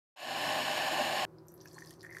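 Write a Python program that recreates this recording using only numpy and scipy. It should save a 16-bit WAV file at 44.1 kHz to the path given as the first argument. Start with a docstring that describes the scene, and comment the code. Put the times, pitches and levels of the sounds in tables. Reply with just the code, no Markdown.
"""A simmering steel kettle fades in: countless steam bubbles collapse and make its body ring.
The sound then cuts to a thin stream of water poured into a mug. Droplets snap, tiny bubbles
fizz, and trapped air plops and gurgles. A low appliance hum fills the kitchen throughout."""
import sys
import numpy as np
from scipy import signal
from scipy.fft import rfft, irfft
from scipy.io import wavfile

SR = 44100
rng = np.random.default_rng(int(sys.argv[2]) if len(sys.argv) > 2 else 0)


def wav_record(signal):
    """Record a signal, one row per channel, as 16-bit PCM in the file named by sys.argv[1]."""
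    frames = np.transpose(np.atleast_2d(signal))
    bounded = np.clip(frames, -1, 1)
    # unit amplitude maps onto the largest positive 16-bit level
    quanta = np.round(bounded * 32767).astype(np.int16)
    wavfile.write(sys.argv[1], SR, quanta)


N = 97020
T = np.arange(N) / SR
FADE_IN_S, FULL_S, CUT_S = 0.16, 0.47, 1.2515

# Overall tone of the kettle body: pitch_hz, level_db
KETTLE_TONE = [(30, -40), (60, -33), (110, -41), (250, -10), (360, -12.5), (440, -20), (560, -9.5),
               (900, -12), (1100, -9), (1320, -21), (1520, -14), (2000, -17.5), (2700, -11.5),
               (3400, -16.5), (4400, -18), (5350, -24.5), (5950, -32), (6700, -21.5), (8000, -28.5),
               (10000, -31), (14500, -34), (15800, -51)]
# Pitches at which the steel shell rings: pitch_hz, width_hz, boost_db
KETTLE_RINGS = [(617, 23.5, 9.5), (787, 78, 12.5), (1054, 46, 3), (1497, 11, 4), (1760, 116, 12),
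                (2120, 54, 2), (2357, 12, 6.5), (2624, 14, 6.5), (2719, 13, 3), (2947, 132, 8),
                (4110, 120, 6), (4470, 66, 7), (5203, 70, 11), (5555, 22, 13.5), (7020, 170, 5),
                (8440, 110, 6.5), (9800, 58, 6), (11680, 280, 8)]
# Loudness of the simmer: time_s, level_db
SIMMER_LEVELS = [(.15, -32.5), (.45, -33.5), (.62, -33), (.88, -33), (1.0, -32.5), (1.1, -33),
                 (1.25, -33.5)]
# Larger bubbles that stir the kettle water: middle_s, length_s, pitch_hz, level_db
KETTLE_BUBBLES = [(.322, .05, 770, -38), (.476, .05, 270, -50), (.476, 0.0584, 161, -51),
                  (0.931, 0.035, 323, -47), (1.004, 0.048, 606, -30), (1.016, .04, 255, -42),
                  (1.234, 0.017, 750, -34)]
# Tones of the appliance hum: pitch_hz, wander_hz, by_kettle_db, by_mug_db
HUM_TONES = [(97, 6.7, -76.5, -82), (117, 3.84, -64.5, -69.5), (160.5, 2.94, -58, -63),
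             (290, 8.9, -79, -80), (323, 11.9, -75, -65.5), (356.4, 17.7, -64, -62),
             (380.7, 7.9, -75, -64.5), (482.5, 17.6, -80, -73), (546.4, 4, -70, -74), (977, 3.9, -71, -76)]
# Overall tone of the room air: pitch_hz, level_db
AIR_TONE = [(25, -46), (60, -2.5), (110, 6.5), (250, -2), (500, -3.5), (700, -3.5), (1050, -8),
            (1400, -11.5), (2200, -25.5), (3200, -32.5), (4700, -28.5), (7000, -34.5), (14000, -32.5),
            (16000, -39)]
# Droplets that snap in the mug: start_s, pitch_hz, width_octaves, level_db
DROPLETS = [(1.3846, 4750, 0.17, -53.5), (1.470, 12700, 0.26, -59), (1.519, 13330, 0.35, -51),
            (1.578, 5300, .5, -57), (1.604, 4700, 0.33, -51), (1.6107, 5900, 0.18, -45),
            (1.6142, 5100, .4, -50), (1.618, 12400, 0.17, -53), (1.621, 5300, .4, -54),
            (1.657, 12600, .25, -50), (1.657, 5550, 0.43, -51), (1.659, 2650, 0.46, -51.5),
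            (1.675, 5700, 0.18, -44.5), (1.683, 5400, 0.56, -49), (1.744, 7640, 0.35, -46),
            (1.787, 5900, 0.74, -44.5), (1.799, 5970, 0.66, -51), (1.806, 5100, 0.36, -49),
            (1.8215, 8000, 0.62, -57), (1.848, 4670, 0.43, -47.5), (1.86, 7000, 1, -48.5),
            (1.8724, 5270, .3, -43), (1.8934, 5140, .6, -48.5), (1.907, 8160, 1.5, -43),
            (1.908, 3080, 0.41, -51.5), (1.9292, 5030, 0.36, -50), (1.938, 5370, 1.4, -51),
            (1.9947, 4940, .4, -57), (2.0082, 4800, 0.31, -44.5), (2.0171, 4930, 0.35, -46.5),
            (2.0302, 6700, 1.7, -46.5), (2.047, 8000, 1.5, -53), (2.064, 7000, 1.7, -56),
            (2.1052, 11000, 0.55, -54), (2.1267, 5700, 0.19, -49), (2.147, 6230, .9, -54),
            (2.168, 8050, 1.5, -47), (2.184, 5600, 1.5, -45)]
# First splashes of the stream: start_s, pitch_hz, width_octaves, level_db
FIRST_SPLASHES = [(1.484, 5900, .07, -52), (1.483, 7400, 0.42, -51), (1.483, 12300, 0.39, -52.5),
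                  (1.540, 11900, 0.45, -47.5)]
# Loudness of the fine spray: time_s, level_db
SPRAY_LEVELS = [(1.44, -94), (1.49, -84), (1.57, -79), (1.63, -70), (1.70, -64.5), (1.78, -62),
                (1.84, -62.5), (1.92, -62.5), (1.98, -78), (2.04, -63.5), (2.09, -74), (2.15, -60),
                (2.2, -64)]
# Overall tone of the spray: pitch_hz, level_db
SPRAY_TONE = [(400, -30), (1100, 16), (1400, -9), (1750, 11), (2600, -5.5), (3600, -4.5), (4500, 7),
              (6200, 4.5), (7000, 0), (10000, 5), (13000, 4), (15500, -8)]
# Pitches at which the air in the mug rings: pitch_hz, width_hz, boost_db
MUG_RINGS = [(1050, 120, 7), (1750, 140, 5.5), (3440, 200, 8.5), (4570, 280, 6.5), (5960, 210, 11)]
# Trapped air bubbles: start_s, pitch_hz, peak_db, decay_s
AIR_BUBBLES = [(1.6565, 1630, -44.5, 0.0025), (1.738, 343, -48.5, 0.0092), (1.761, 1040, -54, .009),
               (1.770, 870, -58, .008), (1.7822, 1710, -37.5, 0.0015), (1.8211, 1780, -40.5, 0.0029),
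               (1.9074, 1770, -55.5, 0.007), (2.030, 1830, -51, 0.0045), (2.0396, 1730, -43.5, 0.0036),
               (2.0478, 1770, -37.5, 0.0019), (2.0652, 1780, -40, 0.002), (2.092, 1870, -47, .004),
               (2.0965, 1930, -43.5, .005), (2.111, 1960, -42.5, 0.0041), (2.1225, 1800, -44.5, 0.0037),
               (2.134, 1780, -45, 0.0019), (2.1488, 1926, -37.5, 0.0029), (2.160, 1965, -48, .005),
               (2.1688, 1720, -31, 0.0013), (2.177, 1880, -61, .004), (2.1845, 1850, -43, 0.0017)]
# Longer ringing bubbles in the mug: middle_s, length_s, pitch_hz, level_db
MUG_BUBBLES = [(1.747, 0.04, 349, -53), (1.752, .035, 4260, -67.5), (1.767, 0.021, 4330, -62),
               (1.769, 0.025, 1038, -53.5), (1.777, 0.022, 820, -58.5)]


def amp(db):
    """Turns decibels into a number to multiply by."""
    return 10 ** (np.asarray(db) / 20)


def unit(x):
    """Scales a sound to an average strength (rms) of 1."""
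    return x / np.sqrt(np.mean(x ** 2) + 1e-20)


def add(mix, start_s, sound):
    """Mixes a sound in at the given time."""
    part = mix[round(start_s * SR):][:len(sound)]
    part += sound[:len(part)]


def colour(x, tone, rings=()):
    """Gives a sound an overall tone and ringing pitches, at a strength of 1."""
    f = np.fft.rfftfreq(N, 1 / SR)
    hz, db = np.transpose(tone)
    response = amp(np.interp(np.log(f + 1), np.log(hz), db)) + 0j
    for pitch_hz, width_hz, boost_db in rings:
        response *= 1 + (amp(boost_db) - 1) / (1 + 2j * (f - pitch_hz) / width_hz)
    return unit(irfft(rfft(x) * response, N))


def drift(rate_hz):
    """A smooth random wobble; a higher rate wobbles faster."""
    f = np.fft.rfftfreq(N, 1 / SR)
    return unit(irfft(rfft(rng.standard_normal(N)) / (1 + (f / rate_hz) ** 4), N))


def clicks(per_s, spread_db):
    """Random clicks, mostly small and a few large."""
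    size = amp(spread_db * np.minimum(rng.exponential(1, N), 4))
    return unit(size * rng.choice([-1, 1], N) * (rng.random(N) < per_s / SR))


def puff(pitch_hz, octaves, shape, top_hz=14000):
    """A puff of noise around one pitch, whose loudness follows the shape."""
    f = np.fft.rfftfreq(len(shape), 1 / SR)
    band = 1 / (1 + (2 * np.log2((f + 1) / pitch_hz) / octaves) ** 2)
    band /= np.sqrt(1 + (f / top_hz) ** 24)
    noise = irfft(band * np.exp(2j * np.pi * rng.random(len(f))), len(shape))
    return unit(noise * shape) * np.sqrt(np.mean(shape ** 2) / 2)


def echo(x, echo_db, length_s=0.14):
    """Adds the kitchen's short, blurred echo, which falls 60 dB over its length."""
    t = T[:SR // 2]
    tail = rng.standard_normal(len(t)) * amp(-60 * t / length_s) * np.minimum(t / 0.0013, 1)
    return x + amp(echo_db) * signal.fftconvolve(x, tail / np.linalg.norm(tail))[:N]


def kettle():
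    """Steam bubbles collapse on the hot base and make the steel body ring."""
    collapses = clicks(per_s=9000, spread_db=2.5)
    sizzle = 0.48 * rng.standard_normal(N)
    level_db = np.interp(T, *np.transpose(SIMMER_LEVELS)) + 0.3 * drift(30)
    return colour(collapses + sizzle, KETTLE_TONE, KETTLE_RINGS) * amp(level_db)


def room_hum(air_db=-62, waver_db=2):
    """An appliance hums over soft room air, wavering in pitch and loudness."""
    out = amp(air_db) * colour(rng.standard_normal(N), AIR_TONE)
    for pitch_hz, wander_hz, by_kettle_db, by_mug_db in HUM_TONES:
        hz = pitch_hz + wander_hz * drift(2 * wander_hz)
        wave = np.sin(2 * np.pi * np.cumsum(hz) / SR)
        level_db = np.where(T < CUT_S, by_kettle_db, by_mug_db) + waver_db * drift(18)
        out += unit(wave) * amp(level_db)
    return out


def gurgles(bubbles):
    """Bubbles ring on a wavering pitch, each swelling and fading."""
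    out = np.zeros(N)
    for middle_s, length_s, pitch_hz, level_db in bubbles:
        count = int(length_s * SR)
        hz = pitch_hz + 25 * drift(76)[:count]
        wave = np.sin(2 * np.pi * np.cumsum(hz) / SR)
        add(out, middle_s - length_s / 2, amp(level_db) * unit(wave) * np.hanning(count))
    return out


def spatter(rise_s=0.00077, decay_s=0.001, fizz_db=-17, fizz_decay_s=0.027):
    """Single droplets snap in the mug; the first splashes leave a short fizz."""
    out, t = np.zeros(N), T[:4096]
    snap = np.minimum(t / rise_s, 1) * np.exp(-np.maximum(t - rise_s, 0) / decay_s)
    fizz = amp(fizz_db) * np.exp(-t / fizz_decay_s)
    for rows, shape in (DROPLETS, snap), (FIRST_SPLASHES, snap + fizz):
        for start_s, pitch_hz, octaves, level_db in rows:
            add(out, start_s, amp(level_db) * puff(pitch_hz, octaves, shape))
    return echo(out, echo_db=-6)


def spray(bubbles_per_s=1700, decay_cycles=4.5):
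    """Countless tiny bubbles ring for a few cycles where the stream meets the water."""
    t, pitches_hz = T[:600], np.geomspace(1500, 14500, num=30)
    bubbles = np.zeros(N)
    for hz in pitches_hz:
        ring = unit(np.sin(2 * np.pi * hz * t) * np.exp(-t * hz / decay_cycles)) * np.sqrt(hz)
        starts = clicks(bubbles_per_s / len(pitches_hz), spread_db=4)
        bubbles += signal.oaconvolve(starts, ring)[:N]  # one ring for every click
    hiss = 0.73 * rng.standard_normal(N)
    level_db = np.interp(T, *np.transpose(SPRAY_LEVELS))
    return colour(unit(bubbles) + hiss, SPRAY_TONE, MUG_RINGS) * amp(level_db)


def plops(rise_s=0.00095, glide_per_s=9.2):
    """Air bubbles dragged under by the stream ring briefly and rise in pitch."""
    out, t = np.zeros(N), T[:3000]
    for start_s, pitch_hz, peak_db, decay_s in AIR_BUBBLES:
        cycles = np.cumsum(pitch_hz * (1 + glide_per_s * t)) / SR
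        shape = np.minimum(t / rise_s, 1) * np.exp(-np.maximum(t - rise_s, 0) / decay_s)
        add(out, start_s, amp(peak_db) * shape * np.sin(2 * np.pi * cycles))
    return echo(out, echo_db=-7.5)


def scene():
    """The kettle until the cut, then the pour, with the hum under both."""
    pour = spray() + spatter() + plops() + echo(gurgles(MUG_BUBBLES), echo_db=-7.5)
    hum = room_hum()
    simmer = kettle() + gurgles(KETTLE_BUBBLES)
    return (hum + np.where(T < CUT_S, simmer, pour))[None]


def record(dry, bass_hz=400, bass_in_s=0.29, top_hz=15850):
    """Fades in from silence, with the bass thin at first, and trims the highest treble."""
    fade = np.clip((T - FADE_IN_S) / (FULL_S - FADE_IN_S), 0, 1) ** 0.75
    bass = signal.sosfiltfilt(signal.butter(2, bass_hz, fs=SR, output="sos"), dry)
    held_back = np.clip((bass_in_s - T) / (bass_in_s - FADE_IN_S), 0, 0.8)
    treble_cut = signal.firwin(511, top_hz, window=("kaiser", 9), fs=SR)
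    return signal.oaconvolve((dry - held_back * bass) * fade, treble_cut[None], "same")


dry = scene()
out = record(dry)
wav_record(out)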